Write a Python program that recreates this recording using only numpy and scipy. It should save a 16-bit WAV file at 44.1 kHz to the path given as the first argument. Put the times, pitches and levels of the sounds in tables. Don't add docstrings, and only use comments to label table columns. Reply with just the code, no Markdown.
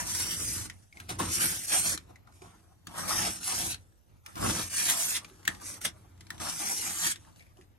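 import sys
import numpy as np
from scipy import signal
from scipy.fft import rfft, irfft, next_fast_len
from scipy.io import wavfile
from scipy.ndimage import uniform_filter1d, map_coordinates

SR = 44100
rng = np.random.default_rng(int(sys.argv[2]) if len(sys.argv) > 2 else 0)


def gain_from_decibels(decibels):
    exponent = np.asarray(decibels, float) / 20
    return 10 ** exponent


def generate_wav(sig):
    pcm = np.round(np.clip(np.atleast_2d(sig).T, -1, 1) * 32767).astype(np.int16)
    wavfile.write(sys.argv[1], SR, pcm)


N = 343098

# t/s, blade speed/dB, pressure/dB
PUSHES = [
    [(0.0, -36.5, -7), (0.05, -47.5, -11), (0.074, -37, -25), (0.082, -39.5, -15), (0.208, -32.5, -18),
     (0.28, -40.5, -14), (0.3, -35.5, -22)],
    [(1.19, -40.5, -9.5), (1.202, -41.5, 5.5), (1.288, -43, -9), (1.332, -32.5, -20.5), (1.392, -36.5, -11),
     (1.432, -29, -11), (1.598, -41, -16), (1.655, -41, -21)],
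    [(2.94, -58.5, 4.5), (2.978, -44.5, -1.5), (3.002, -43, 1.5), (3.06, -46.5, -2), (3.086, -37.5, -3),
     (3.258, -34.5, -7), (3.338, -43, -16.5), (3.39, -49, -14)],
    [(4.36, -54, 4.5), (4.392, -49, 6.5), (4.428, -41, 1), (4.504, -34.5, 3.5), (4.52, -39, -8.5),
     (4.534, -40, -2.5), (4.6, -38, -10.5), (4.685, -44.5, -23.5)],
    [(6.4, -46.5, 0), (6.42, -42.5, -1.5), (6.486, -42.5, -2.5), (6.492, -41, -11), (6.574, -39.5, -15),
     (6.612, -36.5, -6), (6.754, -37, -19.5), (6.8, -36.5, -11.5)],
]
# t/s, blade speed/dB, pressure/dB
PULLS = [
    [(0.31, -36.5, -16), (0.392, -39.5, -21), (0.474, -36, -20.5), (0.57, -37.5, -19), (0.642, -45, -15),
     (0.648, -48, -22), (0.658, -45, -6), (0.67, -53, -14)],
    [(1.67, -41, -25), (1.706, -33.5, -11), (1.734, -30, -11.5), (1.826, -34, -17), (1.86, -31, -18.5),
     (1.944, -35, -15), (1.952, -37.5, -20), (1.96, -63, -20)],
    [(3.405, -45, -18), (3.411, -47, -7), (3.445, -36.5, -24.5), (3.537, -36, -11), (3.561, -34, -21),
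     (3.577, -35, -11), (3.719, -37.5, -20), (3.74, -49, -18)],
    [(4.7, -42.5, -23), (4.78, -32.5, -22.5), (4.88, -32.5, -13.5), (4.9, -27.5, -18), (4.956, -37, -15),
     (5.004, -31.5, -19.5), (5.174, -37, -15.5), (5.205, -66, -5)],
    [(6.81, -34.5, -22), (6.832, -37, -14), (6.936, -38, -18.5), (7.06, -33.5, -13.5), (7.068, -29, -16.5),
     (7.092, -35, -16.5), (7.12, -35, -17), (7.135, -66, -17)],
]
# t/s, blade speed/dB, pressure/dB
FLICKS = [
    [(1.095, -43, 0), (1.105, -43, 5.5), (1.135, -55, -3), (1.16, -59, 1)],
    [(5.61, -54.5, -3.5), (5.664, -42, -17.5), (5.702, -44.5, -10), (5.72, -46, -12.5), (5.78, -56, -4.5)],
    [(5.815, -45, -17), (5.839, -46.5, -19), (5.853, -31, -11.5), (5.91, -67, 2)],
]
# t/s, fade for 20 dB/s, level/dB, weight/dB
RUSTLES = [(.69, 0.53, -66.5, -12), (.96, 0.9, -67, 4.5), (1.975, 0.12, -64.5, -5), (2.095, 0.06, -75, 20),
           (2.276, 1.5, -82.5, 16), (2.34, 0.37, -68, -3), (2.425, 0.29, -66, 13), (2.6, 3, -82.5, -3),
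           (2.885, 0.35, -61.5, 6), (3.75, 0.23, -67, -11), (3.9, 4, -82.5, 2.5), (4.27, 1.3, -62.5, 2.5),
           (5.168, 0.0078, -32, -17), (5.21, 0.8, -65, 2), (5.49, 0.39, -57.5, 2), (5.92, 0.9, -73.5, 2),
           (6.2, 0.5, -73, 2), (6.314, 0.77, -64.5, 3.5), (7.145, 0.38, -65.5, -1), (7.37, 0.22, -67.5, -2),
           (7.575, .15, -75, 1), (7.62, 0.07, -74.5, 5)]
# t/s, length/s, extra rasp/dB
SNAGS = [(0.658, .02, 3), (1.088, 0.063, 5), (1.438, 0.044, 1.5), (1.74, 0.051, 5), (3.224, 0.03, 1.5),
         (3.565, 0.017, 1), (3.73, 0.022, 8.5), (4.601, .04, 3.5), (4.79, 0.046, 4), (4.891, 0.021, 5),
         (5.16, 0.017, 8.5), (5.848, 0.012, 9), (7.06, 0.036, 6), (7.12, 0.016, 3.5)]
# t/s, length/s, f/Hz, boost/dB
VOICES = [(.15, .15, 5400, 2.5), (.5, .15, 8700, 2.5), (0.449, .15, 1100, -5.5), (.99, .04, 2100, 13),
          (.935, .015, 2250, 12), (1.43, .08, 11000, 5.5), (1.449, .15, 650, -5), (1.47, .12, 1500, 8),
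          (1.1, .1, 390, -6), (3.03, .07, 3400, -7), (5.68, .04, 3200, -8), (1.77, .06, 2300, 6),
          (1.78, .06, 750, 4), (1.8, .12, 8600, 3), (3.18, .13, 5400, 6), (3.15, .15, 3900, -4),
          (3.17, .12, 6600, -3), (3.05, .1, 1250, 3), (3.1, .15, 750, -4), (4.43, .08, 800, -5),
          (4.43, .06, 1800, -4), (3.55, .12, 750, 5), (3.551, .1, 5400, 2.5), (3.6, .15, 1300, -4),
          (4.48, .06, 1250, 3.5), (4.901, .2, 560, -8), (4.949, .2, 2900, 2.5), (4.95, .15, 11000, 3),
          (5.52, .04, 1800, 6.5), (5.699, .06, 8200, 5), (5.7, .06, 1000, 6.5), (5.855, .012, 3600, 6),
          (5.86, .02, 600, 6), (5.16, .03, 3800, 6), (7.03, .1, 850, 6), (.3, .12, 6400, -3),
          (6.55, .15, 5400, 3.5), (6.5, .1, 1400, 4), (6.55, .15, 750, -5), (7.05, .07, 1700, 4),
          (6.95, .12, 9800, -3.5), (7.409, .025, 2300, 21), (7.48, .035, 2250, 20), (7.375, .015, 2700, 12),
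          (7.37, .06, 4300, 7)]
# t/s, level/dB
LEAN = [(0.0, -50), (0.56, -44.5), (0.6, -43), (0.93, -61), (1.25, -41.5), (1.71, -59.5), (1.82, -47.5),
        (2.66, -65), (3.23, -48), (3.51, -58), (3.66, -43.5), (4.05, -68.5), (4.1, -56), (4.29, -67),
        (4.42, -41), (4.96, -59.5), (5.85, -56), (7.55, -57)]
# f/Hz, density/dB per Hz
FIZZ = [(3000, -32.5), (4800, -13), (5800, -2), (6900, -6), (8200, -2), (9400, -2.5), (11400, -8),
        (13000, -12), (16000, -24.5)]
# f/Hz, density/dB per Hz
RASP = [(800, -29.5), (1300, -3.5), (1800, 4.5), (2500, 2), (3500, 1), (4500, -2), (6500, -17.5)]
# f/Hz, density/dB per Hz
SCRUB = [(250, -38.5), (450, -4.5), (720, 1.5), (1000, -2), (1300, -1), (2200, -31)]
# f/Hz, density/dB per Hz
CRUNCH = [(400, -27), (1500, 4.5), (4000, 1.5), (8000, -0.5), (12000, -9), (16000, -2.5)]
# f/Hz, width/Hz, level/dB
PANE = [(154.2, 28, -2), (179.6, 27.4, -0.5), (219.2, 16, -1.5), (244.8, 62, -6.5), (299.5, 21, -2.5),
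        (326.3, 30, -1.5), (380, 130, -12.5)]
# f/Hz, width/Hz, level/dB
DOOR = [(55, 17.3, -3.5), (69.9, 6.7, -9), (85.3, 16.2, -1.5), (120.7, 20, -11.5)]
# t/s, peak/dB, ring f/Hz, ring/dB, thud/dB
KNOCKS = [(0.698, -28.5, 1960, -1.5, -27), (1, -31.5, 1600, -4, -21), (1.0913, -28.5, 1410, -10, -17),
          (1.193, -34, 990, -3, -5.5), (1.9758, -23, 4050, -4, -34), (2.4193, -39.5, 377, -3, -13),
          (2.87, -29.5, 1230, -14, 1.5), (3.7443, -27.5, 4100, 7, -24), (4.2618, -30, 1740, -5, -26),
          (4.355, -33, 1170, -5, 10.5), (5.246, -32, 2380, -3, -19), (5.4519, -30.5, 2090, -1.5, -19),
          (5.4771, -10.5, 1776, 0.5, -10), (5.8141, -33, 1400, -10, -11), (6.304, -25, 1810, 1, -5),
          (6.4, -34, 1300, -6, 12), (7.1198, -25, 1670, -12, -33), (7.1583, -32.5, 3610, -2, -17),
          (1.222, -46, 266, 4, 12), (4.475, -38.5, 220, 8.5, 16), (6.6, -44, 319, 3, 5)]
# t/s, peak/dB, ring f/Hz, ring/dB
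CRUMBS = [(0.926, -48, 2230, 9), (0.9707, -42, 2140, 9), (2.158, -46, 2060, 5), (2.272, -52, 1360, 7),
          (2.323, -53, 1410, -2), (3.923, -64, 1670, 1), (5.298, -45, 3340, -23), (5.4295, -47, 2000, -7),
          (5.6, -45, 1680, -4), (6.1768, -53, 2350, -18), (6.2074, -37, 2050, -5), (6.2675, -43, 4200, -1),
          (6.3794, -39, 1890, -12), (6.345, -44.5, 2600, -8), (5.197, -41, 2200, -9),
          (7.249, -52, 1730, -1), (7.3255, -56, 4400, 3), (7.3602, -50, 4300, 0), (7.3944, -49, 4000, 3),
          (7.423, -53, 5400, 0), (7.37, -64, 2750, 9), (7.395, -62, 2300, 12), (7.4069, -54, 2150, 11),
          (7.413, -62, 2500, 13), (7.424, -64, 2200, 12), (7.457, -64, 2350, 11), (7.466, -63, 2150, 12),
          (7.483, -65, 2250, 12), (7.493, -65, 2400, 12), (7.501, -68, 2150, 12), (7.5705, -52, 3100, -3),
          (7.622, -55, 6100, 0), (5.4725, -39, 2000, 0), (7.588, -62.5, 371, 15), (7.611, -49, 1920, -6),
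          (5.311, -59, 377, 10), (5.521, -46.5, 3700, -10), (5.548, -37.5, 3500, -10)]
# f/Hz, left lead/rad
LEAD = [(0, 0), (340, -0.28), (520, -1.64), (1120, -6), (4390, -7.0), (6890, -0.5), (7920, -3), (8270, -4),
        (9130, -9), (10400, -11.5), (11900, -12), (12500, -15), (14000, -15), (14600, -21), (16400, -20.5)]
# f/Hz, rms/rad
WANDER = [(100, 0.39), (300, 0.59), (800, 1.82), (6000, 1.4), (8500, 0.4), (11000, .25)]
# f/Hz, left-right/dB
TILT = [(100, -0.5), (400, -3.5), (800, 5), (1500, 0), (5800, 5.5), (8300, -5), (12000, -1.5)]
# t/s, left-right/dB
HAND = [(0.0, -0.5), (1.62, 0.5), (1.9, -3.5), (1.97, 0.5), (2.23, 1), (2.27, 4.5), (2.34, -2.0),
        (3.14, 2.5), (3.16, 0.0), (4.33, -1.5), (4.4, 1.0), (5.11, -1.0), (5.2, 1.5), (5.59, 1.0),
        (5.68, -2.0), (6.46, 2.0), (6.87, 0), (7.78, 1.5)]
# f/Hz, t60/s
CABIN = [(100, 0.039), (1000, 0.15), (10000, 0.065)]
# f/Hz, level/dB
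WET = [(100, -30.5), (500, -7), (3000, 1), (7000, -1.5), (11000, -2.5)]
# f/Hz, density/dB per Hz
QUIET = [(18, -33.5), (30, 2.5), (92, -1), (247, -33.5), (288, -31.5), (629, -26.5), (735, -45.5),
         (11600, -48), (12500, -23.5), (15000, -39)]
# f/Hz, rms/dB
WHINE = [(12845, -86)]

LAND_DB_PER_S, LIFT_DB_PER_S = 2502, 1501
RUSTLE_RISE_S = 0.033
VOICE_OCTAVES = 0.16
MID_SPEED_DB, MID_PRESS_DB = -36.5, -10.5
RASP_DB, RASP_PER_PRESS = -9, 0.33
BOOM_PER_SPEED, BOOM_PER_PRESS = 0.21, 0.3
RING_CYCLES, OVERTONE = 41, 2.3
CRUMB_THUD_DB, CRUNCH_T60_S, SHORTER_PER_DB = -18, 0.042, 0.44


def unit(x):
    return x / np.sqrt(np.mean(x ** 2) + 1e-20)


def along(points, hz):
    f, v = np.transpose(points)
    return np.interp(np.log(hz + 1), np.log(f + 1), v)


def at_time(points):
    return np.interp(np.arange(N) / SR, *np.transpose(points))


def wobble(rate_hz):
    knots = rng.standard_normal(int(N * rate_hz / SR) + 4)
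    return map_coordinates(knots, [np.arange(N) * rate_hz / SR], order=2, prefilter=False) * 1.15


def filtered(x, response):
    m = next_fast_len(x.shape[-1] + 8192)
    return irfft(rfft(x, m) * response(np.fft.rfftfreq(m, 1 / SR)), m)[..., :x.shape[-1]]


def coloured(x, colour):
    return unit(filtered(x, lambda hz: gain_from_decibels(along(colour, hz))))


def patches(shape, bins, frames):
    field = rng.standard_normal(shape)
    for _ in range(2):
        field = uniform_filter1d(field, int(bins), 0)
        field = uniform_filter1d(field, int(frames), 1)
    return unit(field)


def scraping():
    fizz_db, press_db = contact()
    rasp_db = fizz_db + RASP_DB + RASP_PER_PRESS * (press_db - MID_PRESS_DB)
    t = np.arange(N) / SR
    snag_db = sum(db * np.exp(-((t - s) / length) ** 2) for s, length, db in SNAGS)
    rasp_db = rasp_db + snag_db
    fizz_db = fizz_db + 0.2 * snag_db
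    scrub_db = fizz_db + press_db
    drum_db = at_time(LEAN) + 5
    drum_db += BOOM_PER_SPEED * (np.maximum(fizz_db, -75) - MID_SPEED_DB)
    drum_db += BOOM_PER_PRESS * (np.minimum(press_db, 4) - MID_PRESS_DB)
    frost = breaking(grain_db=2.5, clump_db=1.2, patchy_db=1.1, streak_db=3.6)
    judder = wobble(45)
    fizz = gain_from_decibels(fizz_db + 0.65 + 0.24 * judder) * coloured(frost, FIZZ)
    rasp = gain_from_decibels(rasp_db + 0.55 + 0.52 * judder) * coloured(frost, RASP)
    scrub = gain_from_decibels(scrub_db - 0.5 + 3.95 * judder) * coloured(frost, SCRUB)
    boom = gain_from_decibels(drum_db + 29.0 + 1.3 * wobble(18)) * rng.standard_normal(N)
    press = gain_from_decibels(0.48 * drum_db + 0.58 * scrub_db + 26 + 1.96 * judder) * rng.standard_normal(N)
    return fizz + rasp + scrub + filtered(boom, lambda hz: modes(hz, DOOR)) + filtered(press, pane)


def contact():
    t = np.arange(0, N, 32) / SR
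    moves = []
    for s, speed_db, press_db in map(np.transpose, PUSHES + PULLS + FLICKS):
        away_db = LAND_DB_PER_S * np.maximum(s[0] - t, 0) + LIFT_DB_PER_S * np.maximum(t - s[-1], 0)
        moves.append((np.interp(t, s, speed_db) - away_db, np.interp(t, s, press_db)))
    for s, fade_s, db, weight_db in RUSTLES:
        away = np.maximum((s - t) / RUSTLE_RISE_S, (t - s) / fade_s)
        moves.append((db - 20 * away, weight_db + 0 * t))
    speed_db, press_db = np.transpose(moves, (1, 0, 2))
    power = gain_from_decibels(2 * speed_db) + 1e-14
    total = power.sum(0)
    mean_press_db = (power * press_db).sum(0) / total
    return [np.interp(np.arange(N) / SR, t, v) for v in (10 * np.log10(total), mean_press_db)]


def breaking(grain_db, clump_db, patchy_db, streak_db):
    snaps = rng.standard_normal(N) * gain_from_decibels(grain_db * wobble(1500) + clump_db * wobble(110))
    z = signal.stft(snaps, nperseg=2048, noverlap=1536)[2]
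    hz = np.fft.rfftfreq(2048, 1 / SR)[:, None] + 1
    t = np.arange(z.shape[1]) * 512 / SR
    voice_db = 0
    for s, length, centre_hz, db in VOICES:
        octaves = np.log2(hz / centre_hz)
        voice_db = voice_db + db * np.exp(-((t - s) / length) ** 2 - (octaves / VOICE_OCTAVES) ** 2)
    z *= gain_from_decibels(voice_db + patchy_db * patches(z.shape, 24, 4) + streak_db * patches(z.shape, 3.2, 7))
    return signal.istft(z, nperseg=2048, noverlap=1536)[1][:N]


def modes(hz, table):
    total = 0
    for k, (centre_hz, width_hz, db) in enumerate(table):
        damping = 1j * hz * width_hz
        total = total + (-1) ** k * gain_from_decibels(db) * damping / (centre_hz ** 2 - hz * hz + damping)
    return total


def pane(hz):
    return modes(hz, PANE)


def ticks():
    edge, thuds = np.zeros(N + SR), np.zeros(N)
    t = np.arange(SR // 10) / SR
    touches = KNOCKS + [(*crumb, CRUMB_THUD_DB) for crumb in CRUMBS]
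    ices = coloured(rng.standard_normal((len(touches), len(t))), CRUNCH)
    for (s, db, hz, ring_db, thud_db), ice in zip(touches, ices):
        t60_s = CRUNCH_T60_S * gain_from_decibels(-SHORTER_PER_DB * max(db + 31.5, 0))
        ring = gain_from_decibels(ring_db - 60 * t * hz / RING_CYCLES) * np.sin(2 * np.pi * hz * t)
        ring += gain_from_decibels(ring_db - 16.0 - 60 * t / 0.019) * np.sin(2 * np.pi * OVERTONE * hz * t)
        crunch = (gain_from_decibels(-11.0 - 60 * t / t60_s) + gain_from_decibels(-2.0 - 60 * t / 0.012)) * ice
        onset = 1 - np.exp(-t / 0.0011)
        edge[round(s * SR):][:len(t)] += gain_from_decibels(db) * onset * (ring + crunch)
        thuds[round(s * SR)] = gain_from_decibels(db + thud_db + 32.5)
    return edge[:N] + filtered(thuds, lambda hz: pane(hz) + modes(hz, DOOR))


def ports(x):
    hz, t, z = signal.stft(x, SR, nperseg=512)
    lead_rad = along(LEAD, hz)[:, None] + along(WANDER, hz)[:, None] * patches(z.shape, 9, 50)
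    balance_db = along(TILT, hz)[:, None] + 0.7 * np.interp(t, *np.transpose(HAND))
    half = np.exp(0.5j * lead_rad) * gain_from_decibels(balance_db / 2)
    return signal.istft(np.array([z * half, z / half]), SR, nperseg=512)[1][:, :N]


def cabin(x):
    hz, t, z = signal.stft(x, SR, nperseg=256)
    keep = gain_from_decibels(-120 * t[1] / along(CABIN, hz))
    linger = np.array([signal.lfilter([0, 1 - k], [1, -k], p) for k, p in zip(keep, np.abs(z) ** 2)])
    paths = signal.stft(rng.standard_normal((2, N)), SR, nperseg=256)[2]
    echo = gain_from_decibels(along(WET, hz))[:, None] * np.sqrt(linger) * paths / np.std(paths)
    return signal.istft(echo, SR, nperseg=256)[1][:, :N]


def stillness():
    hiss = gain_from_decibels(-60) * coloured(rng.standard_normal((2, N)), QUIET)
    (hz, db), = WHINE
    phase = 2 * np.pi * hz * np.arange(N) / SR + 2.5 * wobble(60)
    whine = gain_from_decibels(db + 4.0 + 2.5 * wobble(12)) * np.sin(phase)
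    return hiss + whine * [[1.6], [-0.4]]


def scene():
    stroke, touch = scraping(), ticks()
    return ports(stroke + touch) + cabin(stroke + gain_from_decibels(-6.5) * touch) + stillness()


def roll_off(x):
    return signal.sosfilt(signal.butter(12, 16800, fs=SR, output="sos"), x)


def record(dry):
    dry = filtered(dry, lambda hz: (1j * hz / (1j * hz + 44)) ** 3)
    hz, _, z = signal.stft([dry[0] + dry[1], dry[0] - dry[1]], SR, nperseg=1024)
    hz = hz[:, None]
    treble = np.abs(z[0, 100:250]).mean(0)
    lows = np.abs(z[0, 7:35]).mean(0)
    loud_db = 20 * np.log10(uniform_filter1d(treble, size=5) + 1e-9)
    low_db = 20 * np.log10(uniform_filter1d(lows, size=9) + 1e-9)
    level_db = 20 * np.log10(treble + 1e-9)
    busy = np.clip((loud_db + 71) / 5, -3, 0.5)
    spare = np.clip((loud_db - low_db - 2) / 7, -1, 0.7)
    luck = [patches(z[0].shape, 9, 4) for _ in range(2)]
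    specks = [patches(z[0].shape, 5, 5) for _ in range(2)]
    whine = (np.abs(hz - WHINE[0][0]) < 90) & (busy < 0)
    sudden = (np.diff(level_db, prepend=0) > 9) & (level_db > -76) & (hz < 16300)
    bands = uniform_filter1d(rng.standard_normal((z.shape[1] // 8 + 1, z.shape[2])), size=6)
    bands = unit(bands).repeat(8, axis=0)[:len(hz)]
    scraps = (hz > 13800) & (hz < 15850) & (bands + busy + spare > 1.25) | sudden
    thin = 1.55 + 0.7 * np.abs(np.log2(hz / 3400 + 1e-3))
    mid_band = hz < 12450 + 100 * busy + 40 * luck[0]
    z[0] *= (mid_band | scraps | whine) & (specks[0] < thin)
    gap = np.abs(hz - 11500) < 450 + 350 * luck[1]
    side_band = (hz < 13800 + 500 * busy + 300 * luck[1]) & ~gap
    z[1] *= (side_band | whine) & (specks[1] < thin - 0.5)
    mid, side = signal.istft(z, SR, nperseg=1024)[1][:, :N] / 2
    return roll_off(np.array([mid + side, mid - side]))


dry = scene()
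out = record(dry)
generate_wav(out)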